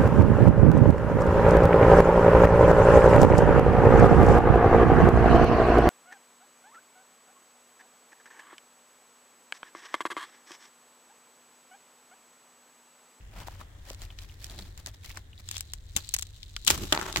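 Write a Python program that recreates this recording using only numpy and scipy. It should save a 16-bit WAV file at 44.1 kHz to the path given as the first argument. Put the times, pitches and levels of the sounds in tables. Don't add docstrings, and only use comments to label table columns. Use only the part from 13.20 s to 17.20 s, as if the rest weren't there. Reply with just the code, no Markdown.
import sys
import numpy as np
from scipy import signal
from scipy.fft import rfft, irfft, next_fast_len
from scipy.io import wavfile

SR = 44100
rng = np.random.default_rng(int(sys.argv[2]) if len(sys.argv) > 2 else 0)


def transcribe(signal):
    frames = np.atleast_2d(signal).T
    limited = np.clip(frames, -1, 1)
    pcm = np.round(limited * 32767).astype(np.int16)
    wavfile.write(sys.argv[1], SR, pcm)


N = 176400
T = np.arange(N) / SR

# f/Hz, level/dB
FRACTURE_SPECTRUM = [(100, -29.5), (330, -15), (520, -19), (900, -12), (1500, -6.5), (3200, 3.5), (6000, 3),
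                     (7500, 5.5), (9500, -6.5), (12500, -8), (16000, -7)]
# f/Hz, level/dB, t60/s
PLATE_MODES = [(356, -2.5, 0.036), (623, -10.5, 0.046), (831, 0.5, 0.023), (1087, -5.5, .045),
               (1280, -13, 0.035)]


def from_db(db):
    return 10 ** (np.asarray(db) / 20)


def rms_one(x):
    return x / np.sqrt(np.mean(x ** 2) + 1e-20)


def at_hz(curve, hz):
    knots_hz, db = np.transpose(curve)
    return np.interp(np.log(hz + 1), np.log(knots_hz), db)


def colour(x, *curves):
    n = x.shape[-1]
    size = 2 * next_fast_len(n)
    hz = np.arange(size // 2 + 1) * SR / size
    cepstrum = irfft(np.log(from_db(sum(at_hz(c, hz) for c in curves))))
    cepstrum[1:size // 2] *= 2
    cepstrum[size // 2 + 1:] = 0
    return irfft(rfft(x, size) * np.exp(rfft(cepstrum)))[..., :n]


def flutter(spread_db, per_s):
    knots = rng.standard_normal(N // 40)
    drift = rms_one(np.interp(T * per_s, np.arange(len(knots)), knots))
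    return rms_one(from_db(spread_db * drift))


def stereo(three, likeness, pan_db=0):
    mixed = np.sqrt(likeness) * three[0] + np.sqrt(1 - likeness) * three[1:]
    return mixed * from_db([[pan_db / 2], [-pan_db / 2]])


def grains(per_s, spread_db):
    shape = (3, N)
    sizes = from_db(spread_db * np.minimum(rng.exponential(1, shape), 4)) * rng.choice([-1, 1], shape)
    return sizes * (rng.random(shape) < per_s / SR)


def swells(rows):
    return np.sqrt(sum((from_db(db) / np.cosh(np.clip(1.205 * (T - s) / width_s, -20, 20))) ** 2
                       for s, width_s, db in rows))


def decays(rows):
    return np.sqrt(sum((from_db(db) * (T >= s) * np.exp(-abs(T - s) / decay_s)) ** 2
                       for s, decay_s, db in rows))


def texture(three, spectrum, likeness, pan_db=0):
    return rms_one(colour(stereo(three, likeness, pan_db), spectrum))


def noise_bed(spectrum, likeness, pan_db):
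    return texture(rng.standard_normal((3, N)), spectrum, likeness, pan_db)


def ring(x, hz, t60_s):
    r = from_db(-60 / (t60_s * SR))
    return rms_one(signal.lfilter([1, 0, -1], [1, -2 * r * np.cos(2 * np.pi * hz / SR), r * r], x + 1e-18))


def rumble():
    # f/Hz, level/dB
    spectrum = [(20, -10.5), (30, -12), (39, 2), (48, 0), (60, -5), (76, -5), (95, -3), (120, -15),
                (170, -24.5), (300, -38), (800, -59.5)]
    return from_db(-46) * noise_bed(spectrum, likeness=0.92, pan_db=1.8)


def air():
    # f/Hz, level/dB
    spectrum = [(100, 3.5), (300, 10), (600, 2.5), (1300, -2.5), (1900, 3), (2500, -7), (3300, -4.5),
                (4500, -12.5), (7500, -8.5), (10000, -17), (16000, -18)]
    fade_db_per_s = 1.65
    return from_db(-60 - fade_db_per_s * T) * noise_bed(spectrum, likeness=0.11, pan_db=1.0)


def fizz():
    # t/s, level/dB, centre f/Hz
    track = [(0, -70, 2630), (.52, -70.5, 3350), (1.15, -74, 3900), (1.36, -59.5, 3900), (1.55, -69, 4000),
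             (2.1, -71.5, 3620), (2.27, -61, 3900), (2.35, -49.5, 3520), (2.44, -59.5, 4000),
             (2.66, -66.5, 3870), (2.81, -52, 4170), (3.15, -62, 3830), (3.25, -60.5, 3730),
             (3.36, -59.5, 4020), (4, -50, 3540)]
    s, db, hz = np.transpose(track)
    pole_width_hz = 1000
    clicks = stereo(grains(per_s=1200, spread_db=8), likeness=0.056, pan_db=-0.5)
    carrier = np.exp(2j * np.pi * np.cumsum(np.interp(T, s, hz)) / SR)
    r = np.exp(-np.pi * pole_width_hz / SR)
    baseband = signal.lfilter([1], [1, -2 * r, r * r], clicks / carrier)
    band = rms_one((baseband * carrier).real)
    ticks = texture(grains(per_s=180, spread_db=2.5), FRACTURE_SPECTRUM, likeness=0.13, pan_db=5)
    return from_db(np.interp(T, s, db)) * (band + ticks)


def scraping():
    shoves = [(0.197, 0.035, -45.5, -50.5), (0.277, 0.0062, -47.5, -43.5), (0.33, 0.04, -55, -57),
              (0.414, 0.013, -47.5, -50.5), (0.508, 0.1, -64.5, -87), (0.699, 0.033, -53, -51),
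              (0.827, 0.019, -51.5, -47), (0.911, 0.022, -59, -59.5), (1.023, 0.023, -58, -51.5),
              (1.105, 0.036, -65, -57.5), (1.233, 0.026, -60.5, -49.5), (1.328, 0.033, -52.5, -51),
              (1.393, 0.0058, -47.5, -47), (1.439, 0.045, -57.5, -55), (1.591, 0.014, -58, -54),
              (1.68, 0.012, -48.5, -46.5), (1.743, 0.0055, -64, -53), (1.852, 0.012, -54.5, -44),
              (1.902, 0.014, -55.5, -44), (1.973, 0.015, -50, -48.5), (2.199, 0.0062, -58, -47.5),
              (2.339, 0.039, -66, -48)]
    # f/Hz, level/dB
    rub_spectrum = [(120, 2.5), (330, -1.5), (480, -9.5), (560, -0.5), (1050, -3), (1500, -6), (1950, -8),
                    (3000, -13.5), (6000, -32)]
    # f/Hz, level/dB
    grit_spectrum = [(800, -18), (1900, -7.5), (2800, -3.5), (4100, 0), (5600, -2.5), (7400, -2.5),
                     (9500, -8.5), (13000, -7.5), (16000, -8)]
    rub = texture(grains(per_s=5000, spread_db=4.5), rub_spectrum, likeness=0.83, pan_db=2.5)
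    grit = texture(grains(per_s=600, spread_db=4.5), grit_spectrum, likeness=0.077, pan_db=-0.3)
    grit = rms_one(grit + from_db(-4) * chips())
    stick_slip = flutter(spread_db=2.3, per_s=190)
    rows = np.array(shoves)
    return stick_slip * (rub * swells(rows[:, :3]) + grit * swells(rows[:, [0, 1, 3]]))


def chips(count=12, t60_cycles=41):
    clicks = grains(per_s=260, spread_db=2.5)
    struck = rng.integers(0, count, N)
    pitches_hz = np.geomspace(1787, 5560, count)
    rings = sum(ring(clicks * (struck == k), hz, t60_cycles / hz) for k, hz in enumerate(pitches_hz))
    return rms_one(stereo(rings, likeness=0.51))


def clinks(t60_s=0.017, mode_spacing=0.14):
    # t/s, f/Hz, level/dB
    hits = [(.276, 900, -42), (.284, 850, -32), (0.413, 1170, -36.5), (.708, 556, -36), (1.097, 2880, -46),
            (0.904, 3130, -39.5), (0.99, 4040, -39.5), (1.298, 4060, -38.5), (1.381, 4200, -42),
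            (1.39, 4010, -34), (1.423, 4200, -40), (1.904, 2330, -38.5), (1.972, 1830, -33),
            (1.974, 1010, -36), (2.131, 2900, -43), (2.178, 4000, -42.5), (2.3591, 3360, -30.5),
            (3.3667, 1400, -35.5), (3.727, 3590, -18)]
    out, t = np.zeros((2, N + SR)), T[:4000]
    for s, hz, db in hits:
        offsets = np.array([[-1], [0], [1]]) + rng.uniform(-0.33, 0.059, (3, 1))
        modes_hz = hz * (1 + mode_spacing * offsets)
        phases = rng.random((3, 1)) + rng.normal(0, 0.14, (2, 3, 1))
        tone = np.sum(np.array([[.5], [1], [.5]]) * np.sin(2 * np.pi * (modes_hz * t + phases)), axis=1)
        start = int(s * SR)
        out[:, start:start + len(t)] += tone * from_db(db - 60 * t / t60_s)
    return out[:, :N] * from_db([[1], [-1]])


def cracks(gain_db=12.5, left_lag_s=0.0001):
    # t/s, relative level/dB, bass/dB, treble/dB, pan/dB
    fractures = [(0.702, -25, 12, -4, 1.5), (.747, -33.5, 0, -0.5, 2), (.819, -28, -6, -2, 0),
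                 (.988, -30, -1, -6.5, 12), (1.244, -26, 1, 4.5, -1), (1.299, -42, -5, 7.5, -1),
                 (1.389, -35, -6, 3, 0), (1.577, -34, 14, 4, 2), (1.662, -22, 10, -0.5, 0),
                 (1.671, -27.5, 15, 1.5, 9.5), (1.973, -31, 18, 4, 2), (2.289, -22, 6.5, -2, 0.5),
                 (2.313, -21.5, 10.5, 3.5, 8), (2.344, -27, 1, -12, 11), (2.3596, -28, -7, -15, 5),
                 (2.368, -21.5, 3.5, 1, 7), (2.381, -26, 3, 6, -1), (2.408, -24, 7, 9, 8),
                 (2.536, -20.5, 7, 4.5, 6), (2.764, -22, -11, 3, 27.5), (2.7657, -11.5, 3, 6, 4),
                 (2.772, -22.5, 8, 8.5, 13), (2.891, -25.5, -17, 5, 6.5), (2.9402, -15, 7, 11, 9),
                 (2.9437, -21, 3, 8.5, 19), (2.9481, -14.5, 6, -3, -1), (2.965, -25, 17, 10.5, -1.5),
                 (2.988, -24.5, -5, 3.5, 20), (2.9941, -24, 10, 5.5, 0.5), (3.012, -40, -3, 14, -1),
                 (3.0244, -26.5, 3, 7.5, 15.5), (3.0286, -24, 4.5, 2, 1), (3.231, -20.5, -30, -16, 9.5),
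                 (3.365, -13.5, -2, -10, 2.5), (3.4494, -31.5, 1, 9, 9), (3.467, -22.5, 4.5, 0.5, 24),
                 (3.477, -14.5, 0, 11.5, 11.5), (3.4791, -5, -1.5, -4, 14), (3.4821, -20, 2, -7, -6),
                 (3.4856, -9.5, 8, -20, -3), (3.5005, -14, 16, 2, 1), (3.5035, -13.5, 22, 10.5, -5),
                 (3.509, -15.5, 4, 8.5, 3), (3.578, -33.5, 26, 14, 0), (3.725, -7.5, 18, 3, 5.5),
                 (3.7277, -3, 2.5, -20, -1.5), (3.7497, -18, 28, -2.5, 5.5), (3.7757, -14, 22.5, -19, 2),
                 (3.7971, -24, 30, -16, 0), (3.8135, -23.5, 25, -0.5, 8), (3.927, -22, 8, 0.5, 3),
                 (3.9606, -8.5, 19.5, -10, 2), (3.972, -19, 15.5, -3, -19)]
    build_s, tear_s, tail_s = 0.00045, 0.00062, 0.0045
    snap_db, tail_db = 5, -15.5
    bass_shelf_hz, treble_shelf_hz = (900, 3150), (4000, 7560)
    out, t = np.zeros((2, N + SR)), T[:3000] - .005
    after = np.maximum(t, 0)
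    fall = np.exp(-after / tear_s) + from_db(tail_db) * np.exp(-after / tail_s)
    envelope = np.exp(np.minimum(t, 0) / build_s) * fall
    for s, db, bass_db, treble_db, pan_db in fractures:
        burst = rng.standard_normal((3, len(t))) * envelope
        burst[0, np.argmax(envelope)] += from_db(snap_db)
        burst = stereo(burst, likeness=0.3)
        burst /= np.linalg.norm(burst, axis=1, keepdims=True)
        bass = list(zip(bass_shelf_hz, (bass_db, 0)))
        treble = list(zip(treble_shelf_hz, (0, treble_db)))
        burst = from_db(db + gain_db) * colour(burst, FRACTURE_SPECTRUM, bass, treble)
        start = int((s + t[0]) * SR)
        out[:, start:start + len(t)] += burst * from_db([[pan_db / 2], [-pan_db / 2]])
    return np.array([np.interp(T - left_lag_s, T, out[0, :N]), out[1, :N]])


def thuds():
    rockings = [(1.39, 0.077, -48.5), (2.768, 0.0074, -36.5), (3.525, 0.027, -35), (3.58, 0.014, -35),
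                (3.633, 0.02, -31.5), (3.85, 0.16, -50.5), (3.985, 0.0094, -32)]
    # f/Hz, level/dB
    spectrum = [(30, -14), (55, 2.5), (85, 3), (130, -7.5), (195, -4), (250, -12), (335, -5.5), (480, -21),
                (1500, -42.5)]
    return swells(rockings) * noise_bed(spectrum, likeness=0.6, pan_db=-0.5)


def knocks(water_damping_s=0.01):
    # t/s, level/dB
    jolts = [(2.7656, -36.5), (3.503, -23.5), (3.7243, -21), (3.7275, -20)]
    out, t = np.zeros(N + SR), T[:4000]
    tone = sum(from_db(db - 60 * t / t60_s) * np.sin(2 * np.pi * hz * t) for hz, db, t60_s in PLATE_MODES)
    tone *= np.exp(-t / water_damping_s)
    for s, db in jolts:
        start = int(s * SR)
        out[start:start + len(t)] += from_db(db) * tone
    return out[:N]


def crumbling():
    # t/s, decay/s, grind level/dB, splinter level/dB
    breaks = [(2.769, 0.028, -51, -39), (3.473, 0.013, -41, -17), (3.503, 0.018, -29.5, -19),
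              (3.526, 0.066, -44, -35), (3.609, 0.18, -51, -44.5), (3.722, 0.036, -27.5, -36),
              (3.769, 0.054, -37, -41.5), (3.822, 0.14, -36, -45), (3.96, 0.021, -34.5, -28.5)]
    # f/Hz, level/dB
    grind_spectrum = [(80, -11), (195, 8), (250, -18), (335, 6), (480, -11.5), (560, 1), (840, -6.5),
                      (1400, -2), (2200, -11), (3500, -15), (7000, -41)]
    # f/Hz, level/dB
    splinter_spectrum = [(800, -4.5), (2000, -1.5), (2900, 3), (4500, 0), (7500, 0.5), (9500, -10),
                         (13000, -4.5), (16000, -13)]
    crumbs = grains(per_s=2000, spread_db=5)
    edge = stereo(crumbs, likeness=0.93)
    plates = sum(from_db(db) * ring(edge, hz, t60_s) for hz, db, t60_s in PLATE_MODES)
    grind = rms_one(texture(crumbs, grind_spectrum, likeness=0.56) + from_db(-5) * plates)
    splinters = texture(grains(per_s=1300, spread_db=3.5), splinter_spectrum, likeness=0.15, pan_db=2)
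    lurch = flutter(spread_db=3.5, per_s=140)
    rows = np.array(breaks)
    return lurch * (grind * decays(rows[:, :3]) + splinters * decays(rows[:, [0, 1, 3]]))


def scene():
    return rumble() + air() + thuds() + cracks() + knocks() + clinks() + scraping() + crumbling() + fizz()


def record(dry, cutoff_hz=16300):
    # f/Hz, side level/dB
    width = [(100, -4.5), (300, -8.5), (600, 0), (1100, 3), (2000, 1)]
    mid = (dry[0] + dry[1]) / 2
    side = colour((dry[0] - dry[1]) / 2, width)
    rounded = np.tanh(np.array([mid + side, mid - side]))
    low_pass = signal.firwin(255, cutoff_hz, fs=SR, window=("kaiser", 8))
    return signal.fftconvolve(rounded, low_pass[None], mode="same", axes=1)


dry = scene()
out = record(dry)
transcribe(out)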